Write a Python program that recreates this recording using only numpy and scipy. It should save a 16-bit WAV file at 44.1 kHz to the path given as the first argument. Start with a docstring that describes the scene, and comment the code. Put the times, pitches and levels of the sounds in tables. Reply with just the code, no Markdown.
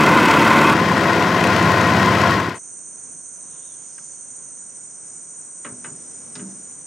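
"""A small single-cylinder outboard drives a boat over a lake: exhaust throb, a clattering casing, valve taps.
It is heard close, then abruptly a little slower and further to the left, and then the sound fades out. Then the
boat drifts by a forest full of shrill insects, made of narrow bands of pulsing noise. A paddle knocks on the
hull (dying noise and low tones), water laps (soft noise), and a far bird whistles (gliding sine tones with an
echo from the trees)."""
import sys
import numpy as np
from scipy import signal
from scipy.fft import rfft, irfft, next_fast_len
from scipy.io import wavfile
from scipy.ndimage import map_coordinates

SR = 44100
rng = np.random.default_rng(int(sys.argv[2]) if len(sys.argv) > 2 else 0)


def transcribe(signal):
    """Save signal, clipped to [-1, 1], as a 16-bit WAV file at the path in sys.argv[1]."""
    frames = np.atleast_2d(signal).T
    limited = np.clip(frames, -1, 1)
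    pcm = np.round(limited * 32767).astype(np.int16)
    wavfile.write(sys.argv[1], SR, pcm)


N = 302526
TIME = np.arange(N) / SR  # seconds

# Exhaust tones of the two stretches. Each row: multiple of the firing rate, level in dB.
FAST_ORDERS = [(3, -18), (4, -33), (5, -9), (6, -6), (7, -18), (8, -1), (9, -1.5), (10, -8.5), (11, -8.5),
               (12, 2), (13, -5.5), (14, -5.5), (15, -12.5), (16, -11), (17, 4), (18, -3), (19, -3),
               (22, -6), (24, -4), (31, -3)]
SLOW_ORDERS = [(3, -30), (4, -15), (5, -7.5), (6, 1.5), (7, -2.5), (8, 0), (9, -11), (10, -1.5), (11, -6.5),
               (12, 0), (14, -12), (16, -5.5), (20, 0), (21, -9), (25, -11), (33, -12)]
# Engine levels. Each row: time in seconds, exhaust in dB, clatter in dB, lift of the deepest tones in dB.
FAST_LEVEL = [(0, -17.5, -13, -1), (0.25, -22.5, -12.5, 0.5), (0.45, -21, -12, 0.5), (0.73, -21, -13, 0)]
SLOW_LEVEL = [(0.75, -21, -16.5, -5), (1.42, -22, -15.5, -5), (1.55, -21.5, -15, 0)]
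# Colour of the clatter. Each row: pitch in Hz, level in dB per Hz.
FAST_CLATTER = [(30, -34), (70, -19), (130, -6), (250, 1), (450, -4.5), (800, -6), (1300, -4), (2200, -9.5),
                (3000, -15), (4000, -21.5), (6000, -26.5), (9000, -33.5), (15500, -41.5)]
SLOW_CLATTER = [(30, -35), (70, -26), (110, -12), (180, 4), (300, -0.5), (500, -3), (800, -8), (1300, -7.5),
                (2200, -12), (3400, -19.5), (5500, -23.5), (9500, -37), (15500, -43.5)]
# Resonances of the casing. Each row: pitch in Hz, width in Hz, lift in dB.
FAST_CASING = [(360, 27, 3.5), (517, 14, 4.5), (704, 19, 6), (880, 19, -1.5), (906, 13, 12), (1023, 50, 11),
               (1144, 15, 6), (1400, 25, 5), (1488, 39, 6.5), (1700, 18, 5.5), (1710, 14, -17),
               (2040, 57, 5.5), (2350, 30, -2.5), (2493, 27, 2.5), (2567, 30, 8), (2850, 70, -3.5),
               (3240, 36, 4)]
SLOW_CASING = [(165, 6.9, 3.7), (356, 18, 4), (521.5, 16, 4), (691, 41, 6.9), (895, 16, 5.8),
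               (1037, 55, 13), (1307, 21, 3.9), (1424, 10, 10.6), (1515, 64, 5.3), (1680, 43, 4.4),
               (1885, 44, 9.4), (2040, 32, 7.6), (2520, 31, 4.3), (2740, 18, 1), (3040, 11, 6.1),
               (3240, 23, 6.4)]
# How far left the engine sounds. Each row: pitch in Hz, left minus right in dB.
FAST_SIDE = [(200, 0), (700, 1.5), (4400, 1.5), (8000, 0)]
SLOW_SIDE = [(60, 1), (200, -0.4), (380, 1.6), (700, 3.5), (1290, 6), (2380, 5.5), (4400, 8), (8120, 2.5),
             (11000, 6), (15000, -4)]
# How the clatter swells within a cycle. Each row: swells per cycle, depth as a share.
FAST_BEATS = [(1, 0.064), (2, 0.042), (3, 0.034), (4, 0.039)]
SLOW_BEATS = [(1, 0.056), (2, 0.051), (3, 0.047), (5, 0.046)]
# Colour of a valve tap. Each row: pitch in Hz, level in dB per Hz.
TAP_COLOUR = [(1500, -18), (2300, -1), (2650, -2), (3100, -8), (3900, -12), (5200, -14), (7500, -17),
              (10000, -25.5), (15500, -31)]
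# Valve taps that stand out. Each row: time in seconds, dB over the usual.
HARD_TAPS = [(.202, 7.5), (.257, 4.5), (.312, 1.5), (.697, 4), (1.442, 6.5), (1.813, 5)]
# So small a motor radiates little deep bass. Each row: pitch in Hz, gain in dB.
SMALL_MOTOR_BASS = [(30, -6), (55, 0)]

# Colour of the mass of insects, a low and a high choir. Each row: pitch in Hz, level in dB per Hz.
LOW_CHOIR = [(4900, -39), (5500, -20), (5800, -6.5), (6080, 3.5), (6150, 1.5), (6230, 7), (6480, -28),
             (6750, 4), (6950, 3), (7060, -1), (7200, -10.5), (7700, -18.5), (8100, -60)]
HIGH_CHOIR = [(7400, -47), (7850, -19), (8150, -14), (8230, -3), (8350, -3), (8600, -7), (8770, 1),
              (8900, -6), (9020, 0.5), (9180, -20), (9320, -22), (9440, -8.5), (9620, -28), (9850, -77)]
# Bouts of buzzing of one insect. Each row: middle in seconds, length in seconds, level in dB.
BUZZES = [(3.97, .2, -67), (5.0, 0.56, -69), (6.17, 0.98, -64.5)]
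# Colour of a broader insect hiss. Each row: pitch in Hz, level in dB per Hz.
SIZZLE_COLOUR = [(3800, -21), (4600, -4), (5250, 0), (5900, -1), (7000, -30)]
# Direction of the forest. Each row: time in seconds, left minus right in dB.
FOREST_BEARING = [(2.6, -2.8), (4.3, -2.3), (5.6, -1), (6.86, 0)]
# Colour of the hush of lake and forest. Each row: pitch in Hz, level in dB per Hz.
AIR_COLOUR = [(15, -50), (25, -17), (87, -12), (151, -1.5), (382, -5.5), (466, -7), (622, -8), (727, -11),
              (1040, -14), (1510, -11.5), (1840, -16), (3430, -26.5), (5000, -26.5), (6500, -54),
              (11000, -120)]
# Tones in the hush. Each row: pitch in Hz, width in Hz, lift in dB.
SHORE_TONES = [(1054, 35, 6.5), (1550, 55, 0), (1840, 76, -3), (2250, 60, 2.5)]
# Colour of the lapping water. Each row: pitch in Hz, level in dB per Hz.
LAP_COLOUR = [(50, -30), (130, -2.5), (280, -1.5), (600, -13), (1500, -21), (4500, -28), (9000, -56)]

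# Paddle on the hull. Each row: time in seconds, clack in dB, lowest pitch in Hz, brightness limit in Hz,
# hull in dB, ring time of the clack as a multiple of the usual.
KNOCKS = [(3.04, -61, 100, 1500, -56.5, 0.91), (3.555, -55, 600, 3500, -72, .6),
          (3.981, -42.5, 1100, 2900, -78, 0.38), (5.647, -32, 100, 3230, -41.5, 1),
          (5.844, -35, 100, 3100, -43.5, 0.95), (6.353, -33, 100, 8500, -39.5, 1),
          (6.393, -43, 100, 3400, -47, 1)]
# Colour of the clack. Each row: pitch in Hz, level in dB per Hz.
CLACK_COLOUR = [(100, -24), (300, -2.5), (800, -10.5), (1250, -1.5), (2100, -3), (3000, -9), (5300, 4.5),
                (7500, -4), (10000, -40)]
# How long the clack rings. Each row: pitch in Hz, time to die by 60 dB in seconds.
CLACK_T60 = [(200, 0.82), (700, 0.36), (1500, 0.2), (3000, 0.11), (6000, 0.064)]
# Resonances of the clack. Each row: pitch in Hz, width in Hz, lift in dB.
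WOOD = [(590, 39, 8), (915, 36, 6.5), (1266, 60, 3), (1560, 37, 4), (1850, 80, -1.5), (2220, 60, 1.5),
        (2330, 69, -3.5), (2640, 32, 4), (2940, 70, 9), (3420, 80, -1), (4380, 140, -10)]
# Low tones of the hull, varied a little per knock. Each row: pitch in Hz, level in dB,
# time to die by 60 dB in seconds.
HULL = [(92.7, -16, 0.46), (125.5, -1.5, .45), (167.5, 2, 0.53), (193.2, 0.5, .5), (249, 5.5, 0.56),
        (322, -2.5, 0.48), (409, 3, 0.39)]
# Dull booms of the hull that follow the knocks. Each row: time in seconds, pitch in Hz, level in dB,
# time to die by 60 dB in seconds.
BOOMS = [(3.145, 170, -48, .2), (5.718, 125, -36.5, .14), (5.918, 136, -35, .12), (6.414, 193, -28.5, 0.45)]
# Tones inside a boom. Each row: multiple of its pitch, level in dB.
BOOM_MODES = [(1, 0), (1.09, -7), (1.67, -10.5)]

# Far whistled notes. Each row: start in seconds, length in seconds, top pitch in Hz, fall in Hz, level in dB.
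NOTES = [(3.40, .1, 3900, 90, -71.5), (3.496, 0.14, 3670, 222, -70), (3.622, .135, 3790, 420, -62.5),
         (3.828, .018, 4250, 400, -64), (4.06, .04, 4570, 90, -70), (4.115, .045, 4550, 60, -66),
         (4.18, .06, 4510, 130, -72)]
# Colour of the hoarse call. Each row: pitch in Hz, level in dB per Hz.
HOARSE_COLOUR = [(1800, -35), (2800, -1), (3600, -2), (4100, -5), (5000, -31)]

# Engine
FAST_HZ, SLOW_HZ = 18.12, 16.13  # firings a second, give or take a slight wobble
CHANGE_S = 0.738  # the slower stretch begins here
SETTLE_HZ, SETTLE_S = 0.33, 0.8  # it starts this much faster and settles in this time
FAST_FIRING_S, SLOW_FIRING_S = 0.331, 1.803  # the moment of one firing in each stretch
FADE_S, FADE_LENGTH_S = 2.283, 0.31  # the engine fades out
DEEP_HZ = 145  # the deepest exhaust tones lie below this
PUFF_SHARPNESS, PUFF_TOP_HZ = 7, 450  # each firing is a short surge of the clatter below this pitch
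VALVE_LAG, VALVE_SHARPNESS = 0.17, 2.5  # share of a cycle from firing to first valve; shortness of its tap
HARD_TAP_S = 0.03  # about half a cycle

# Insects
LOW_CHOIR_DB, HIGH_CHOIR_DB = -44.5, -39
SYLLABLE_HZ, SYLLABLE_S = 12.72, 2.722  # the high insects pulse together: rate, time of one syllable
TRILL_DB, TRILL_REST_DB = -48, -69  # one insect trills, then falls almost silent
TRILL_STOP_S, TRILL_RELEASE_S = 4.58, 0.1
CHIRP_S, CHIRP_EVERY_S, CHIRP_LENGTH_S = 3.84, 0.2575, 0.14  # around one chirp, average spacing, length
CHIRP_FAR_DB, CHIRP_NEAR_DB = -52, -45.5
CHIRP_NEAR_S, CHIRP_APPROACH_S = 3.3, 0.56  # it grows louder from this time on, over this long
PULSE_DB, PULSE_PASS_DB = -51, 6  # one pulses, and swells by this much as the boat passes it
PULSE_PASS_S, PULSE_PASS_LENGTH_S = 5.55, 0.92
BUZZ_REST_DB = -76  # one buzzes faintly between its bouts
SIZZLE_S, SIZZLE_SPREAD_S, SIZZLE_DB = 3.98, 0.17, -61  # the hiss swells once with the first bout

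# Lake
AIR_DB = -53.5
LAP_S, LAP_ATTACK_S, LAP_DB = 5.65, 0.23, -51.5  # the paddle stirs the water
LAP_END_S, LAP_RELEASE_S = 6.51, 0.64
BOOM_ATTACK_S = 0.0064

# Bird
NOTE_CREST, NOTE_SCOOP = 0.22, 0.7  # share of a note spent rising; the rise as a share of the fall
NOTE_EDGE_S, NOTE_END_DB = 0.011, -4  # time to start or stop; level change by its end
HOARSE_S, HOARSE_ATTACK_S = 3.42, 0.13  # a hoarse call around the whistles
HOARSE_DB, HOARSE_DB_PER_S = -63, 14.5  # its level, and how fast it dies
TREES_T60, TREES_DB = 0.8, -5  # echo of the forest edge: seconds to die by 60 dB, level

TOP_HZ = 15800  # band limit of the whole sound


def amp(db):
    """Turn decibels into a gain."""
    return 10 ** (np.asarray(db) / 20)


def unit(x):
    """Scale a sound to an average (rms) strength of 1."""
    return x / np.sqrt(np.mean(x ** 2) + 1e-20)


def along(points, hz):
    """Read (Hz, value) points at any pitch, on a log axis."""
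    f, v = np.transpose(points)
    return np.interp(np.log(hz + 1), np.log(f + 1), v)


def lifts(peaks, hz):
    """The dB added by (Hz, width, dB) resonances."""
    return sum(db * np.exp(-0.5 * ((hz - centre) / width) ** 2) for centre, width, db in peaks)


def curves(rows):
    """Draw one curve over time for each column after the time."""
    s, *columns = np.transpose(rows)
    return [np.interp(TIME, s, column) for column in columns]


def ramp(start, length):
    """A straight rise from 0 to 1."""
    return np.clip((TIME - start) / length, 0, 1)


def swell(middle, length):
    """A rounded rise, hold and fall, 1 at its middle."""
    return np.exp(-(2 * (TIME - middle) / length) ** 4)


def wobble(rate):
    """A smooth random curve through `rate` random points a second."""
    points = rng.standard_normal(int(N * rate / SR) + 4)
    return map_coordinates(points, [TIME * rate])


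def filtered(x, response):
    """Multiply each pitch in x by a gain that depends on its frequency."""
    m = next_fast_len(N + SR // 2)
    hz = np.fft.rfftfreq(m, 1 / SR)
    return irfft(rfft(x, m) * response(hz), m)[..., :N]


def pan(db):
    """Left and right gains for a level difference, left minus right."""
    return amp(np.array([[0.5], [-0.5]]) * db)


def noise(colour_db, side_db):
    """Stereo noise of rms 1: a part shared by both ears and a weaker opposed part."""
    mid, side = filtered(rng.standard_normal((2, N)), lambda hz: amp(colour_db(hz)))
    side = amp(side_db) * side
    return unit(np.array([mid + side, mid - side]))


def exhaust_throb(angle, orders, deep_db, waver, scatter):
    """Repeated firings make tones at multiples of the firing rate."""
    throb = 0
    for k, db in orders:
        # they line up loosely at each firing, and the higher ones waver most
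        phase = scatter * rng.uniform(-np.pi, np.pi) + waver * k * wobble(14)
        throb = throb + amp(db) * np.cos(k * angle + phase)
    throb = unit(throb)
    deep = filtered(throb, lambda hz: hz < DEEP_HZ)
    return throb + (amp(deep_db) - 1) * deep


def casing_clatter(turns, angle, clatter, resonances, beats, puff, uneven_db, repeat_db, grit_db, diffuse_db):
    """The piston rattles the casing several times a cycle; its resonances colour the noise."""
    rattle = 1 + sum(depth * np.cos(k * angle + rng.uniform(0, 2 * np.pi)) for k, depth in beats)
    casing_db = lambda hz: along(clatter, hz) + lifts(resonances, hz)
    # part of the clatter comes back alike in every cycle, the rest is new each time
    cycle = irfft(np.exp(2j * np.pi * rng.random(1200)))
    place = np.arange(len(cycle)) / len(cycle)
    repeated = np.interp(turns, place, cycle, period=1)
    alike = unit(filtered(repeated, lambda hz: amp(casing_db(hz))))
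    fresh = noise(casing_db, side_db=diffuse_db)
    casing = unit((fresh + amp(repeat_db) * alike) * rattle * amp(grit_db * wobble(300)))
    # its bass surges with every firing, unevenly
    bass = filtered(casing, lambda hz: 1 / (1 + (hz / PUFF_TOP_HZ) ** 6))
    firing = np.exp(PUFF_SHARPNESS * (np.cos(angle) - 1))
    surge = unit(1 + puff * firing * amp(uneven_db * wobble(16)))
    return casing - bass + bass * surge


def valve_taps(angle, diffuse_db):
    """Two valves close in each cycle, with short bright taps of uneven strength."""
    closing = np.exp(VALVE_SHARPNESS * (np.cos(2 * (angle - 2 * np.pi * VALVE_LAG)) - 1))
    hard_db = sum(db * swell(s, HARD_TAP_S) for s, db in HARD_TAPS)
    strength = amp(3.1 * wobble(30) + hard_db)
    return unit(closing * strength * noise(lambda hz: along(TAP_COLOUR, hz), side_db=diffuse_db))


def engine(rate, firing_s, level, orders, clatter, resonances, side, beats, tap_db, waver, scatter,
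           puff, uneven_db, repeat_db, grit_db, diffuse_db):
    """Exhaust, casing clatter and valve taps, all tied to the firing cycle."""
    exhaust_db, clatter_db, deep_db = curves(level)
    turns = np.cumsum(rate * (1 + 0.002 * wobble(11.57))) / SR
    angle = 2 * np.pi * (turns - np.interp(firing_s, TIME, turns))  # zero at a firing
    exhaust = exhaust_throb(angle, orders, deep_db, waver, scatter)
    casing = casing_clatter(turns, angle, clatter, resonances, beats,
                            puff, uneven_db, repeat_db, grit_db, diffuse_db)
    taps = valve_taps(angle, diffuse_db)
    motor = amp(exhaust_db) * exhaust + amp(clatter_db) * (casing + amp(tap_db) * taps)
    return filtered(motor, lambda hz: pan(along(side, hz)) * amp(along(SMALL_MOTOR_BASS, hz)))


def outboard():
    """The faster stretch gives way at once to the slower one, which settles and fades out."""
    fast = engine(FAST_HZ, FAST_FIRING_S, FAST_LEVEL, FAST_ORDERS, FAST_CLATTER, FAST_CASING,
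                  FAST_SIDE, FAST_BEATS, tap_db=-18.5, waver=0.0096, scatter=0.65, puff=0.6,
                  uneven_db=5.0, repeat_db=-9.5, grit_db=0.0, diffuse_db=-33)
    slow_rate = SLOW_HZ + SETTLE_HZ * (1 - ramp(CHANGE_S, SETTLE_S))
    slow = engine(slow_rate, SLOW_FIRING_S, SLOW_LEVEL, SLOW_ORDERS, SLOW_CLATTER, SLOW_CASING,
                  SLOW_SIDE, SLOW_BEATS, tap_db=-20.0, waver=0.016, scatter=0.54, puff=1.0,
                  uneven_db=2.0, repeat_db=-12.5, grit_db=0.8, diffuse_db=-22.5)
    change = ramp(CHANGE_S - 0.006, 0.02)
    return (fast * (1 - change) + slow * change) * (1 - ramp(FADE_S, FADE_LENGTH_S))


def singer(hz, half_width_hz, pulse_hz, depth):
    """One insect at rms 1: a narrow rasping resonance that swells with each stroke."""
    rasp = noise(lambda f: -10 * np.log10(1 + ((f - hz) / half_width_hz) ** 6), side_db=-11)
    stroke = 2 * np.pi * np.cumsum(pulse_hz * (1 + 0.028 * wobble(5))) / SR
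    return unit(rasp * np.exp(depth * np.cos(stroke)))


def insects():
    """Two choirs of many far insects and four near ones, each a band of pulsing noise."""
    low = amp(LOW_CHOIR_DB + 0.53 * wobble(30)) * noise(lambda hz: along(LOW_CHOIR, hz), side_db=-8)

    # the high choir pulses in syllables, each of four strokes
    syllable = 2 * np.pi * SYLLABLE_HZ * (TIME - SYLLABLE_S) + 0.26 * wobble(3)
    pulsing = unit(1 + 0.067 * np.cos(syllable) + 0.13 * np.cos(4 * syllable))
    high_level = amp(HIGH_CHOIR_DB + 0.2 * wobble(27) + 0.35 * wobble(150))
    high = high_level * pulsing * noise(lambda hz: along(HIGH_CHOIR, hz), side_db=-11)

    trill_db = TRILL_DB + (TRILL_REST_DB - TRILL_DB) * ramp(TRILL_STOP_S, TRILL_RELEASE_S)
    triller = amp(trill_db) * singer(hz=6387, half_width_hz=50, pulse_hz=25.7, depth=0.19)

    chirp_times = CHIRP_S + CHIRP_EVERY_S * np.arange(-4, 12)
    chirps = sum(swell(s + rng.normal(0, 0.008), CHIRP_LENGTH_S) for s in chirp_times)
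    chirp_db = CHIRP_FAR_DB + (CHIRP_NEAR_DB - CHIRP_FAR_DB) * ramp(CHIRP_NEAR_S, CHIRP_APPROACH_S)
    chirper = amp(chirp_db) * chirps * singer(hz=6997, half_width_hz=69, pulse_hz=66.6, depth=0.31)

    pulse_db = PULSE_DB + PULSE_PASS_DB * swell(PULSE_PASS_S, PULSE_PASS_LENGTH_S)
    pulses = unit(1 + 0.76 * np.cos(syllable))
    pulser = amp(pulse_db) * pulses * singer(hz=8090, half_width_hz=42.5, pulse_hz=49.4, depth=0.31)

    bouts = amp(BUZZ_REST_DB) + sum(amp(db) * swell(s, length) for s, length, db in BUZZES)
    buzzer = bouts * singer(hz=5240, half_width_hz=150, pulse_hz=40.8, depth=0.2)
    sizzle_swell = np.exp(-((TIME - SIZZLE_S) / SIZZLE_SPREAD_S) ** 2)
    sizzle = amp(SIZZLE_DB) * sizzle_swell * noise(lambda hz: along(SIZZLE_COLOUR, hz), side_db=-8)

    # the forest lies to the right and slides towards the middle as the boat turns
    bearing_db = curves(FOREST_BEARING)[0]
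    lower_group = low + triller + chirper + buzzer + sizzle
    return pan(bearing_db - 3.0) * lower_group + pan(bearing_db + 0.5) * (high + pulser)


def hush():
    """Soft air over the lake, and water lapping at the drifting hull, both coloured noise."""
    air_noise = noise(lambda hz: along(AIR_COLOUR, hz) + lifts(SHORE_TONES, hz), side_db=-5)
    air = amp(AIR_DB + 0.67 * wobble(7.4)) * air_noise
    stirred = ramp(LAP_S, LAP_ATTACK_S) * (1 - ramp(LAP_END_S, LAP_RELEASE_S))
    lapping = noise(lambda hz: along(LAP_COLOUR, hz), side_db=-6)
    return air + stirred * amp(LAP_DB + 0.81 * wobble(11)) * lapping


def wooden_clack(low_hz, bright_hz, ring):
    """A burst of woody noise that darkens as it dies, since its high pitches die fastest."""
    t = TIME[:SR]
    grid = np.fft.rfftfreq(SR, 1 / SR)
    colour = amp(along(CLACK_COLOUR, grid) + lifts(WOOD, grid))
    colour = colour / np.sqrt(1 + (grid / bright_hz) ** 14 + (low_hz / (grid + 1)) ** 8)
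    burst = unit(irfft(rfft(rng.standard_normal((2, SR))) * colour, SR))
    # cut into pitches and moments, so that each pitch can die at its own pace
    hz, when, pieces = signal.stft(burst, SR, nperseg=256)
    decay = amp(-60 * when / (ring * along(CLACK_T60, hz)[:, None]))
    mid, side = signal.istft(pieces * decay, SR, nperseg=256)[1][:, :SR]
    return (mid + np.array([[0.3], [-0.3]]) * side) * (1 - np.exp(-t / 0.00089))


def hull_ring():
    """The hull's low tones build up behind the clack and die away."""
    t = TIME[:SR]
    ring = 0
    for hz, db, t60 in HULL:
        level = amp(db + rng.normal(0, 2.6) - 60 * t / t60)
        pitch = hz * (1 + rng.normal(0, 0.025))
        ring = ring + level * np.sin(2 * np.pi * pitch * t + rng.uniform(0, 2 * np.pi))
    return ring * (1 - np.exp(-t / 0.029))


def paddle():
    """Each knock is a clack with the hull ringing behind it; dull booms follow some of them."""
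    out, t = np.zeros((2, N + 2 * SR)), TIME[:SR]
    for s, db, low_hz, bright_hz, hull_db, ring in KNOCKS:
        knock = amp(db) * wooden_clack(low_hz, bright_hz, ring) + amp(hull_db) * hull_ring()
        out[:, round(s * SR):][:, :SR] += knock
    for s, hz, db, t60 in BOOMS:
        boom = sum(amp(level) * np.sin(2 * np.pi * k * hz * t) for k, level in BOOM_MODES)
        envelope = amp(db - 60 * t / t60) * (1 - np.exp(-t / BOOM_ATTACK_S))
        out[:, round(s * SR):][:, :SR] += boom * envelope
    return out[:, :N]


def bird():
    """Thin whistles that scoop up and sag, smeared by the trees, over a faint hoarse call."""
    call_db = HOARSE_DB - HOARSE_DB_PER_S * np.maximum(TIME - HOARSE_S - HOARSE_ATTACK_S, 0)
    call = ramp(HOARSE_S, HOARSE_ATTACK_S) * amp(call_db)
    hoarse = call * noise(lambda hz: along(HOARSE_COLOUR, hz), side_db=-4)
    whistle = np.zeros(N)
    for s, length, top_hz, fall_hz, db in NOTES:
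        progress = ramp(s, length)
        hz = top_hz - fall_hz * np.interp(progress, [0, NOTE_CREST, 1], [NOTE_SCOOP, 0, 1])
        edges = ramp(s, NOTE_EDGE_S) * (1 - ramp(s + length - NOTE_EDGE_S, NOTE_EDGE_S))
        envelope = edges * amp(db + NOTE_END_DB * progress)
        whistle += envelope * np.sqrt(2) * np.sin(2 * np.pi * np.cumsum(hz) / SR)
    # the echo: many random reflections that die away
    trees = rng.standard_normal((2, SR)) * amp(-60 * TIME[:SR] / TREES_T60)
    trees = trees / np.linalg.norm(trees[0])
    echo = signal.fftconvolve(whistle[None], trees, axes=1)[:, :N]
    return hoarse + whistle + amp(TREES_DB) * echo


def scene():
    """The engine, then the forest shore, which comes in as the engine fades out."""
    motor = outboard()
    shore = insects() + hush() + paddle() + bird()
    return motor + ramp(2.535, 0.036) * shore


def record(dry):
    """The loudest peaks are rounded off; nothing passes above the band limit."""
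    rounded = dry / (1 + np.abs(dry / 0.9) ** 8) ** (1 / 8)
    return filtered(rounded, lambda hz: hz < TOP_HZ)


dry = scene()
out = record(dry)
transcribe(out)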